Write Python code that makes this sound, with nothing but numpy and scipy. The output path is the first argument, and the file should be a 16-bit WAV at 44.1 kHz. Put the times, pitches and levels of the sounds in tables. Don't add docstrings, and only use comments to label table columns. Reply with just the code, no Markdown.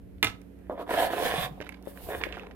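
import sys
import numpy as np
from scipy import signal
from scipy.fft import rfft, irfft, next_fast_len
from scipy.io import wavfile
from scipy.ndimage import uniform_filter1d, map_coordinates

SR = 44100
rng = np.random.default_rng(int(sys.argv[2]) if len(sys.argv) > 2 else 0)


def amplitude_ratio(level_db):
    exponent = np.asarray(level_db, float) / 20
    return 10 ** exponent


def wav_record(signal):
    frames = np.transpose(np.atleast_2d(signal))
    bounded = np.clip(frames, -1, 1)
    quanta = np.round(bounded * 32767).astype(np.int16)
    wavfile.write(sys.argv[1], SR, quanta)


N = 112454

# start_s, pressure_db, hiss_db, brightness_db
STROKES = [
    [(.58, -67, -103, -4), (.695, -63, -81.5, 3), (.705, -32.5, -72, -11.5), (.73, -34, -61, -30),
     (.762, -51.5, -84, -1), (.796, -32, -57.5, -7), (.825, -33, -57, -10), (.858, -82, -86, -19)],
    [(.866, -41.5, -71, -9), (.905, -29, -42.5, 0.5), (1.035, -28, -36.5, 1.5), (1.09, -34.5, -48, 0.5),
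     (1.26, -30.5, -33, 3), (1.3, -31, -38, 6), (1.465, -33.5, -41, 3), (1.5, -66, -67, -14),
     (1.59, -53.5, -70, -27)],
    [(1.82, -60.5, -78, 0), (1.88, -57, -52.5, 8), (1.93, -59.5, -56.5, -7), (1.975, -52, -54.5, 1),
     (2.02, -52.5, -49.5, -21), (2.082, -45, -50.5, -15)],
    [(2.09, -35.5, -46.5, -5), (2.12, -33.5, -48, -2.5), (2.16, -41.5, -49.5, 2), (2.18, -47.5, -51.5, 5),
     (2.215, -41.5, -56, 5), (2.25, -47, -55.5, 9.5), (2.31, -46.5, -68, -1), (2.42, -50, -74, 1),
     (2.55, -56.5, -86, -10)],
]
# start_s, place (0-2)
BLADE_PLACE = [(0, 0.13), (1.1, 0.055), (1.19, 1.26), (1.26, 1.37), (1.32, 2.08), (1.55, 2.4), (1.6, 1.15),
               (2.55, 1.01)]
# pitch_hz, width_hz, level_db
BOARD_LOW = [
    [(293.7, 29, -6.5), (423, 57, -13.5), (491, 40, -3), (550, 48, 0.5), (699, 59, 1), (1000, 115, -8.5),
     (1245, 176, -15)],
    [(324, 130, -9), (442, 67, 1), (552, 117, -4), (718, 40, -1), (975, 270, -12)],
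    [(497, 65, -7.5), (726, 76, 1), (1002, 94, -5), (1127, 68, -7)],
]
# pitch_hz, width_hz, level_db
BOARD_HIGH = [(1570, 16, -22), (1732, 270, 5), (2505, 96, 1.5), (2550, 200, -6.5), (3544, 340, -1.5),
              (4400, 330, -31.5)]
# start_s, level_over_rub_db
SNAGS = [(.868, 21), (.892, 25), (.911, 23), (.938, 21), (.977, 24), (.986, 28.5), (.998, 26),
         (1.035, 15.5), (1.11, 25), (1.134, 27), (1.198, 21), (1.223, 28), (1.252, 25), (1.308, 5),
         (1.379, 25), (1.49, 26), (2.088, 20), (2.105, 21.5), (2.117, 12), (2.148, 30.5), (2.163, 14.5)]
# pitch_hz, density_db (per Hz)
GLIDE = [(2650, 3.5), (4500, -4), (6630, -12), (10200, -6.5), (11900, -3.5), (14900, -10), (16000, -6.5)]
# start_s, left_minus_right_db
BOARD_LEFT = [(.6, -1.5), (1.1, -3), (1.5, -5.5), (2.0, -4), (2.55, 1.5)]
# start_s, level_db
HANDS = [(0.3, -40.5), (0.47, -58), (0.66, -48), (0.83, -53), (1.42, -38.5), (1.52, -47), (1.86, -57.5),
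         (2.08, -39.5), (2.55, -45)]
# start_s, peak_db, pitch_hz, left_minus_right_db
KNOCKS = [(0.696, -17, 609, -1.5), (0.776, -29.5, 680, 0), (0.795, -26, 710, -3), (0.892, -25, 680, -2),
          (0.91, -25.5, 698, 2), (1.133, -18.5, 703, -2.5), (1.251, -33, 705, -2), (1.3385, -16, 725, -2),
          (2.087, -26, 640, -1.5), (1.578, -43, 515, 16), (1.601, -29, 442, -8), (1.611, -28.5, 585, 2),
          (1.871, -34, 543, 19), (2.267, -30.5, 540, 18), (2.369, -33, 720, 0), (2.432, -37, 815, -4),
          (2.512, -43, 800, 0)]
# start_s, level_db, pitch_hz
THUMPS = [
    (1.327, -34, 143),
    (1.38, -27, 153),
    (1.44, -33, 135),
    (1.51, -33, 151),
]
# start_s, peak_db, crack_db
BOUNCES = [
    (0.2278, -7.5, -7.5),
    (0.2299, -18, -73),
    (0.2446, -12.5, -1),
    (0.2691, -18, -30),
    (0.2933, -30.5, -48),
]
# pitch_hz, level_db, t60_s
KNIFE = [(311, -11, 0.062), (1302, -10, 0.15), (1743, -5.5, 0.03), (2100, 1.5, 0.038), (2365, 4, 0.018),
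         (2800, 5, 0.017), (3110, 7, 0.0034), (3566, 4, 0.014)]
# start_s, peak_db, pitch_hz, crack_db
BITS = [(0.129, -77.5, 1500, -20), (0.1814, -66.5, 3400, -23), (0.4159, -62.5, 2080, 2.5),
        (.569, -79.5, 4490, -2.5), (0.5887, -72, 2500, -3), (0.612, -73, 1300, -18),
        (0.6978, -62, 1550, -3), (0.9368, -31.5, 1340, -11), (1.6026, -39.5, 1630, -38),
        (1.6118, -39.5, 1510, -16.5), (1.645, -48, 3040, -15), (1.666, -42, 1500, -34),
        (1.6908, -34.5, 2210, -14), (1.722, -48.5, 1290, -13.5), (1.825, -59, 2200, 1.5),
        (1.8544, -62.5, 2120, 1), (1.9729, -47, 1750, -13), (2.068, -49.5, 1290, -25),
        (2.203, -48, 1110, -24), (2.213, -37.5, 1000, -32), (2.2363, -35, 2100, -46),
        (2.262, -53, 3040, -23), (2.2879, -42, 1640, -44), (2.324, -37.5, 2670, -40),
        (2.3403, -36.5, 1470, -38), (2.331, -51.5, 1500, -19), (2.347, -50, 1400, -16),
        (2.369, -38, 1320, -27), (2.378, -40.5, 1500, -30), (2.395, -40, 2370, -28),
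        (2.4327, -44, 1500, -42), (2.468, -50, 1170, -37), (2.5102, -53, 1210, -27)]
# pitch_hz, t60_s
ROOM = [(200, 0.59), (2000, 0.24), (10000, 0.21)]
# pitch_hz, density_db (per Hz)
RUMBLE = [(12, -53), (20, -54.5), (64, -9), (130, -16), (189, -5.5), (422, -9.5), (700, -21.5), (910, -33),
          (1540, -120)]
# pitch_hz, density_db (per Hz)
AIR = [(410, -15), (700, -14.5), (1300, -16), (2000, -16), (4600, -30), (7290, -32.5), (12500, -24),
       (16000, -38.5)]
# pitch_hz, level_db
HUM = [(59, -53), (92, -63.5), (186, -52.5), (280, -56)]
# pitch_hz, likeness (0-1)
ALIKE = [(100, 0.81), (400, 0.18), (2400, -0)]

CATCH_PER_S, CATCH_DB, RUB_DB = 450, 4.5, -5
WANDER_DB, HIGH_DB = 2.5, -8
LOW_TOP_HZ, HIGH_TOP_HZ = 1500, 5030
PATCHY_DB, LIGHT_TILT = 2, 0.78
SHAKE_DB = -9
KNOCK_T60, LATE_S = 0.031, 0.001395
CRACK_T60 = 0.007
DROP_LEFT_DB = -5.5
THUD_HZ, THUD_DB, THUD_S, THUD_T60 = 106, -18.5, 0.25, 0.078
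BIT_DB, BIT_T60, SPREAD = -0.5, 0.014, 0.25
SNAP_DB, SNAP_T60 = 7, 0.009
ROOM_DB, NEAR_DB = -10, -4
LEFT_LAG_S = 0.0001
RUMBLE_DB, AIR_DB, FLOOR_LEFT_DB = -53.5, -70.5, -4.5
TOP_HZ = 15750


def unit(x):
    return x / np.sqrt(np.mean(x ** 2) + 1e-20)


def along(points, hz):
    f, v = np.transpose(points)
    return np.interp(np.log(hz + 1), np.log(f + 1), v)


def wobble(rate):
    knots = rng.standard_normal(int(N * rate / SR) + 4)
    return map_coordinates(knots, [np.arange(N) * rate / SR])


def filtered(x, response):
    m = next_fast_len(N + SR // 2)
    return irfft(rfft(x, m) * response(np.fft.rfftfreq(m, 1 / SR)), m)[..., :N]


def body(peaks):
    def response(f):
        rows = []
        for k, (centre, width, db) in enumerate(peaks):
            damping = 1j * f * width
            rows.append((-1) ** k * amplitude_ratio(db) * damping / (centre * centre - f * f + damping))
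        return np.array(rows)
    return response


def add(out, s, x):
    part = out[..., round(s * SR):][..., :x.shape[-1]]
    part += x[..., :part.shape[-1]]


def ring(modes, t):
    out = 0
    for hz, db, t60 in modes:
        out = out + amplitude_ratio(db + rng.normal(0, 2) - 60 * t / t60) * np.sin(2 * np.pi * hz * t)
    return out


def crack(db, t):
    return amplitude_ratio(db - 60 * t / CRACK_T60) * np.convolve(rng.standard_normal(len(t)), [1, 0, -1], "same")


def sides(db):
    return amplitude_ratio([[db / 2], [-db / 2]])


def patchy(x, db):
    z = signal.stft(x, nperseg=512)[2]
    field = uniform_filter1d(rng.standard_normal(z.shape[1:]), size=7, axis=0)
    field = uniform_filter1d(field, size=9, axis=1)
    return unit(signal.istft(z * amplitude_ratio(db * unit(field)), nperseg=512)[1][:, :N])


def edge_force():
    catches = (rng.random(N) < CATCH_PER_S / SR) * amplitude_ratio(CATCH_DB * rng.exponential(size=N).clip(0, 3))
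    force = unit(catches - catches.mean()) + amplitude_ratio(RUB_DB) * rng.standard_normal(N)
    force = force * amplitude_ratio(0.89 * wobble(70))
    force = force / np.sqrt(abs(uniform_filter1d(force ** 2, size=2500)))
    for s, db in SNAGS:
        add(force, s + 0.001046, -amplitude_ratio([db]))
    return force


def rung(force, press, modes):
    wander = amplitude_ratio(WANDER_DB * np.array([wobble(14) for _ in modes]))
    pressed = (wander * filtered(force * press, body(modes))).sum(0)
    even = (wander * filtered(force, body(modes))).sum(0)
    return pressed / np.std(even)


def scrape():
    t, rows = np.arange(N) / SR, np.concatenate(STROKES)
    on = t >= rows[0, 0]
    press_db, glide_db, bright_db = [np.interp(t, rows[:, 0], rows[:, k]) for k in range(1, 4)]
    force, press = edge_force(), amplitude_ratio(press_db) * on
    place = np.interp(t, *np.transpose(BLADE_PLACE))

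    low = 0
    for k, modes in enumerate(BOARD_LOW):
        nearness = np.sqrt(np.clip(1 - abs(place - k), 0, 1))
        low = low + nearness * rung(force, press, modes)
    low = filtered(low, lambda f: 1 / (1 + 1j * f / LOW_TOP_HZ))
    high = filtered(rung(force, press, BOARD_HIGH), lambda f: 1 / (1 + 1j * f / HIGH_TOP_HZ))
    board = low + amplitude_ratio(HIGH_DB + bright_db) * high

    grit = rng.standard_normal((2, N)) + 0.14 * rng.standard_normal(N) + 0.092 * unit(force)
    hiss = patchy(filtered(grit, lambda f: amplitude_ratio(along(GLIDE, f))), PATCHY_DB)
    light = LIGHT_TILT * (t >= STROKES[2][0][0])
    hiss = (1 - light) * hiss + light * unit(np.diff(hiss, prepend=0))
    hiss = hiss * amplitude_ratio(glide_db + 2.1 * wobble(40.15)) * on
    board_sides = sides(np.interp(t, *np.transpose(BOARD_LEFT)))[:, 0]
    return board * board_sides + amplitude_ratio(2.0) * hiss * sides(-3.7)


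def knocks():
    out, t = np.zeros((2, N)), np.arange(SR // 8) / SR
    for s, db, hz, pan in KNOCKS:
        modes = [(hz, 0, KNOCK_T60), (hz * 0.665, -8, KNOCK_T60), (hz * 0.797, -7, KNOCK_T60),
                 (hz * 1.304, -5, KNOCK_T60 * 0.26)]
        add(out, s + LATE_S, amplitude_ratio(db) * ring(modes, t) * (1 - np.exp(-t / 0.0007)) * sides(pan))
    for s, db, hz in THUMPS:
        add(out, s, amplitude_ratio(db) * ring([(hz, 0, 0.09)], t) * (1 - np.exp(-t / 0.0026)))
    return out


def knife_drop():
    out, rattle, t = np.zeros(N), np.zeros(N), np.arange(SR // 4) / SR
    for s, db, crack_db in BOUNCES:
        modes = [(hz * np.exp(rng.normal(0, 0.012)), level, t60) for hz, level, t60 in KNIFE]
        blow = ring(modes, t) * (1 - np.exp(-t / 0.00019)) + crack(crack_db + 0.5, t)
        add(out, s + 0.00064, amplitude_ratio(db - 11.5) * blow)
        add(rattle, s + 0.00083, amplitude_ratio(db - 60 * t / 0.1) * rng.standard_normal(len(t)))
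    thud = amplitude_ratio(THUD_DB - 60 * t / THUD_T60) * (1 - np.exp(-t / 0.019)) * np.sin(2 * np.pi * THUD_HZ * t)
    add(out, THUD_S, thud)
    rattle_body = body([(424, 2600, -10.0), (2930, 2230, -5), (7060, 7000, -38.5)])
    return (out + filtered(rattle, rattle_body).sum(0)) * sides(DROP_LEFT_DB)


def falling_bits():
    out, tumble, t = np.zeros(N), np.zeros(N), np.arange(SR // 8) / SR
    for s, db, hz, crack_db in BITS:
        hit = crack(crack_db + 3.5, t)
        for k in [0, *rng.standard_normal(size=7)]:
            mode = (hz * np.exp(SPREAD * k), -9 * abs(k), BIT_T60)
            add(hit, rng.integers(60) / SR, ring([mode], t))
        add(out, s + 0.00067, amplitude_ratio(db + BIT_DB) * hit)
        fade = amplitude_ratio(db - 60 * t / 0.15) + amplitude_ratio(db + SNAP_DB - 60 * t / SNAP_T60)
        add(tumble, s + 0.00095, fade * rng.standard_normal(len(t)))
    tumble = filtered(tumble * amplitude_ratio(7.9 * wobble(150)), lambda f: body([(2000, 2600, -1.5)])(f)[0] ** 3)
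    return (out + tumble) * sides(-11.0)


def hand_rumble():
    noise = rng.standard_normal((2, N)) + 1.2 * rng.standard_normal(N)
    shake = unit(filtered(noise, lambda f: (f / 50) ** 2 / (1 + (f / 70) ** 5)))
    level_db = np.interp(np.arange(N) / SR, *np.transpose(HANDS)) + 1.4 * wobble(7.6)
    return amplitude_ratio(SHAKE_DB) * shake * amplitude_ratio(level_db) * sides(-0.5)


def room(x, size=4096):
    out, x = np.zeros((2, N + SR)), np.pad(x, ((0, 0), (size, 2 * size)))
    for k in range(0, N + size, size):
        hz, t, z = signal.stft(rng.standard_normal((2, SR // 3)), SR, nperseg=256)
        tail = signal.istft(z * amplitude_ratio(-60 * t / along(ROOM, hz)[:, None]), SR, nperseg=256)[1]
        near_fade = amplitude_ratio(-60 * np.arange(tail.shape[1]) / SR / 0.0047)
        near = np.diff(rng.standard_normal(tail.shape), prepend=0) * near_fade
        answer = amplitude_ratio(ROOM_DB) * tail / np.linalg.norm(tail[0])
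        answer = answer + amplitude_ratio(NEAR_DB) * near / np.linalg.norm(near[0])
        piece = x[:, k:k + 2 * size] * np.hanning(2 * size)
        add(out, k / SR, signal.fftconvolve(piece, answer, axes=1))
    return out[:, size - 30:][:, :N]


def kitchen():
    t, out = np.arange(N) / SR, 0
    for hz, db in HUM:
        out = out + amplitude_ratio(db + 0.5 * wobble(5.46)) * np.sin(2 * np.pi * hz * t + 1.08 * wobble(6.38))

    def mid_side(colour):
        def response(f):
            turn = np.arccos(np.clip(along(ALIKE, f), -1, 1)) / 2
            density = amplitude_ratio(along([(1, -120), *colour, (SR, -120)], f))
            return density * [np.cos(turn), np.sin(turn)]
        return response

    for colour, db in ((RUMBLE, RUMBLE_DB), (AIR, AIR_DB)):
        mid, side = filtered(rng.standard_normal((2, N)), mid_side(colour))
        out = out + amplitude_ratio(db + 1.32 * wobble(3.2)) * unit(np.array([mid + side, mid - side]))
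    return out * sides(FLOOR_LEFT_DB)


def scene():
    close = scrape() + knocks() + knife_drop() + falling_bits()
    lag = lambda f: np.exp(-1j * np.pi * f * LEFT_LAG_S * np.array([[1], [-1]]))
    return filtered(close + room(close), lag) + hand_rumble() + kitchen()


def band_limit(x):
    return signal.sosfilt(signal.butter(12, 16550, fs=SR, output="sos"), x)


def record(dry):
    mix = filtered(dry, lambda f: 1 / (1 + (f / TOP_HZ) ** 80))
    return band_limit(mix)


dry = scene()
out = record(dry)
wav_record(out)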